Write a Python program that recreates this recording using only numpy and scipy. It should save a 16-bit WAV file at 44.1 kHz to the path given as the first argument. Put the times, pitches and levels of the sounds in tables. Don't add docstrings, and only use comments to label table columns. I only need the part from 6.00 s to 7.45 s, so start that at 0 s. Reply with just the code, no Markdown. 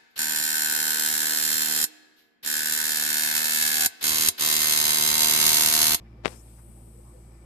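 import sys
import numpy as np
from scipy import signal
from scipy.fft import rfft, irfft
from scipy.io import wavfile

SR = 44100
rng = np.random.default_rng(int(sys.argv[2]) if len(sys.argv) > 2 else 0)


def store_wav(level_fs):
    pcm = np.round(np.clip(np.atleast_2d(level_fs), -1, 1) * 32767)
    wavfile.write(sys.argv[1], SR, pcm.T.astype(np.int16))


N = 63945
T = np.arange(N) / SR
HZ = np.maximum(np.arange(N // 2 + 1) * SR / N, 1)

# (frequency [Hz], relative density [dB])
AIR_LEFT_SPECTRUM = [(25, -4), (80, -17.5), (125, 8.5), (160, -4.5), (220, 3), (270, -5.5), (340, 1.5),
                     (430, -12), (500, -5), (750, -25), (1200, -18.5), (1800, -26.5), (2400, -26),
                     (3200, -26.5), (5200, -37), (7000, -39.5), (14000, -42.5)]
AIR_RIGHT_SPECTRUM = [(25, -6.5), (80, -16), (125, 7.5), (160, -4.5), (220, 1), (270, -4), (340, -2.5),
                      (420, -11), (520, -9), (800, -8.5), (1200, -18.5), (1600, -24.5), (2300, -25.5),
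                      (4000, -34.5), (9000, -40.5), (14000, -39)]
# (frequency [Hz], correlation [0-1])
AIR_CORRELATION = [(30, 1), (220, 1), (400, 0.88), (800, 0.15), (2000, 0.057), (10000, .02)]
# (time [s], width [s], centre [Hz], width [octaves], left [dB], right [dB])
SWELL_BANDS = [(0.065, 0.014, 1780, 0.61, -74, -66), (.48, .045, 2700, 0.79, -84, -68),
               (0.593, .008, 1090, 0.66, -58.5, -63), (0.697, 0.014, 204, 0.097, -49, -58),
               (0.879, 0.014, 389, 0.13, -58, -64), (0.952, 0.0099, 480, 0.074, -64, -53),
               (0.996, 0.017, 499, 0.065, -55.5, -66), (1.086, 0.028, 970, 0.26, -67, -60),
               (1.165, 0.023, 505, 0.074, -57, -59.5)]
# (harmonic number, level [dB])
MOTOR_HARMONICS = [(1, -49.5), (2, -55), (3, -64), (4, -66.5), (6, -66.5)]
# (frequency [Hz], half-width [Hz], relative level [dB])
WHINE_RESONANCES = [(1180, 88, -5), (1420, 120, -9), (1778, 30, -7.5), (2020, 79, -11), (2316, 116, -3.5),
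                    (4870, 82, -15.5), (5320, 210, -14)]
# (time [s], level [dB])
WHINE_ENVELOPE = [(0, -66.5), (.22, -67), (.6, -75.5), (.95, -76), (1.25, -72), (1.35, -64.5), (1.45, -68)]
# (frequency [Hz], relative density [dB])
FAINT_HISS_SPECTRUM = [(3000, -12), (5000, 2), (5900, 0), (6400, 3), (7400, -1.5), (9000, -6), (14000, -5)]
# (time [s], level [dB])
FAINT_HISS_ENVELOPE = [(.25, -93), (.33, -71), (.42, -69), (.58, -64), (.64, -73), (1.1, -69),
                       (1.45, -70.5)]
# (frequency [Hz], relative density [dB])
HISS_SPECTRUM = [(4800, -3), (5500, 0), (6200, -6), (8100, 3), (9500, -1.5), (11500, -7), (14200, -10.5)]
# (time [s], level [dB])
HISS_ENVELOPE = [(.252, -94), (.268, -47.5), (.34, -50), (.45, -54), (.8, -53.5), (1.1, -54.5), (1.45, -59)]
# (time [s], frequency [Hz])
HISS_LOWER_EDGE = [(.34, 4300), (.36, 4800), (.41, 5100), (.43, 7600), (.6, 7500), (.65, 7660),
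                   (1.45, 7580)]
# (frequency [Hz], relative density [dB])
RUB_SPECTRUM = [(60, -13), (200, -1.5), (450, 0.5), (900, -5.5), (1600, -11.5), (2500, -13), (4000, -17),
                (7000, -24.5), (10000, -31), (14000, -53)]
# (time [s], level [dB])
RUB_ENVELOPE = [(.228, -68), (.238, -49.5), (.242, -48), (.248, -38.5), (.258, -35.5), (.279, -32),
                (.287, -41.5), (.305, -47), (.342, -46.5), (.352, -52.5), (.41, -68), (.5, -95)]
# (frequency [Hz], level [dB], 60 dB decay time [s])
CASING_MODES = [(409, -42, 0.11), (509, -40, 0.22), (628, -46, .1)]
# (time [s], peak level [dB], contact width [s])
SNAP_PULSES = [(.24968, -11.5, 5.5e-5), (.25553, -12.5, 4.5e-5), (.2571, -11.5, 5e-5), (.25753, -7.5, 5e-5),
               (.25791, 4, 5.8e-5), (.26063, -18, 4.5e-5), (.2627, -16.5, 5e-5), (.26526, -21, 4e-5),
               (.2671, -11.5, 6e-5), (.26857, -21, 1.2e-4), (.27993, -13.5, 5e-5)]


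def from_db(db):
    return 10 ** (np.asarray(db) / 20)


def unit_power(x):
    return x / np.sqrt(np.mean(x ** 2) + 1e-20)


def in_time(points, t=T):
    return np.interp(t, *np.transpose(points))


def in_frequency(points):
    hz, values = np.transpose(points)
    return np.interp(np.log(HZ), np.log(hz), values)


def shaped(x, gain):
    return unit_power(irfft(rfft(x) * gain, N))


def noise(gain):
    return shaped(rng.standard_normal(N), gain)


def drift(rate_hz):
    return noise((HZ > 1) / (1 + (HZ / rate_hz) ** 2))


def air():
    correlation = in_frequency(AIR_CORRELATION)
    shared = rfft(rng.standard_normal(N))
    flicker = from_db(1.4 * drift(rate_hz=23))
    midrange = np.exp(-np.log2(HZ / 600) ** 2)
    sides = []
    for spectrum, db in ((AIR_LEFT_SPECTRUM, -56), (AIR_RIGHT_SPECTRUM, -55.5)):
        own = rfft(rng.standard_normal(N))
        white = irfft(np.sqrt(correlation) * shared + np.sqrt(1 - correlation) * own, N)
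        rumble = from_db(db) * shaped(white, from_db(in_frequency(spectrum)))
        sides.append(rumble + irfft(rfft(rumble) * midrange, N) * (flicker - 1))
    return np.array(sides)


def swells():
    out = np.zeros((2, N))
    for time, width_s, hz, octaves, left_db, right_db in SWELL_BANDS:
        band = np.exp(-.5 * (np.log2(HZ / hz) / octaves) ** 2)
        envelope = np.exp(-.5 * ((T - time) / width_s) ** 2)
        for side, db in enumerate((left_db, right_db)):
            out[side] += from_db(db) * envelope * noise(band)
    return out


def motor_hum(fundamental_hz=56.95, waver=.0042):
    phase = 2 * np.pi * np.cumsum(fundamental_hz * (1 + waver * drift(rate_hz=4.4))) / SR
    return sum(np.sqrt(2) * from_db(db) * np.sin(k * phase + rng.uniform(0, 2 * np.pi))
               for k, db in MOTOR_HARMONICS)


def lens_whine():
    resonances = sum(from_db(db) * noise(1 / (1 + ((HZ - hz) / half_width) ** 2))
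                     for hz, half_width, db in WHINE_RESONANCES)
    return from_db(in_time(WHINE_ENVELOPE)) * resonances


def faint_hiss():
    return from_db(in_time(FAINT_HISS_ENVELOPE)) * noise(from_db(in_frequency(FAINT_HISS_SPECTRUM)))


def hiss(edge_width_hz=91, leak_db=-15.5, dull_from_s=.7, dull_db_per_s=7.5, dull_above_hz=8500):
    hz, t, spectra = signal.stft(noise(from_db(in_frequency(HISS_SPECTRUM))), SR, nperseg=512)
    hz = hz[:, None]
    above_edge = .5 + .5 * np.tanh((hz - in_time(HISS_LOWER_EDGE, t)) / (2 * edge_width_hz))
    top = .5 + .5 * np.tanh((hz - dull_above_hz) / 400)
    loss_db = dull_db_per_s * np.maximum(t - dull_from_s, 0) * top
    gain = (above_edge + from_db(leak_db)) * from_db(-loss_db)
    return from_db(in_time(HISS_ENVELOPE)) * signal.istft(spectra * gain, SR)[1][:N]


def hand_rub(roughness_db=2):
    grain = unit_power(from_db(roughness_db * drift(rate_hz=200)))
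    return from_db(in_time(RUB_ENVELOPE)) * grain * noise(from_db(in_frequency(RUB_SPECTRUM)))


def casing_thump(start_s=.2581):
    age = np.maximum(T - start_s, 0)

    def mode(hz, db, t60_s):
        return from_db(db) * np.sin(2 * np.pi * hz * age) * from_db(-60 * age / t60_s)

    return mode(hz=410, db=-7.5, t60_s=.0055) + sum(mode(*row) for row in CASING_MODES)


def casing_snaps():
    return sum(-from_db(db) * np.exp(-.5 * ((T - time) / width) ** 2) for time, db, width in SNAP_PULSES)


def microphone_port(pressure, cutoff_hz=117):
    return signal.sosfilt(signal.butter(2, cutoff_hz, "high", fs=SR, output="sos"), pressure + 1e-18)


def scene():
    out = air() + motor_hum() + swells()
    bump = microphone_port(casing_snaps() + casing_thump()) + hand_rub()
    out[0] += bump + hiss() + faint_hiss() + lens_whine()
    return out


def record(dry, ceiling=.82, knee=6, cutoff_hz=14200):
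    saturated = dry / (1 + np.abs(dry / ceiling) ** knee) ** (1 / knee)
    return irfft(rfft(saturated) / np.sqrt(1 + (HZ / cutoff_hz) ** 300), N)


dry = scene()
out = record(dry)
store_wav(out)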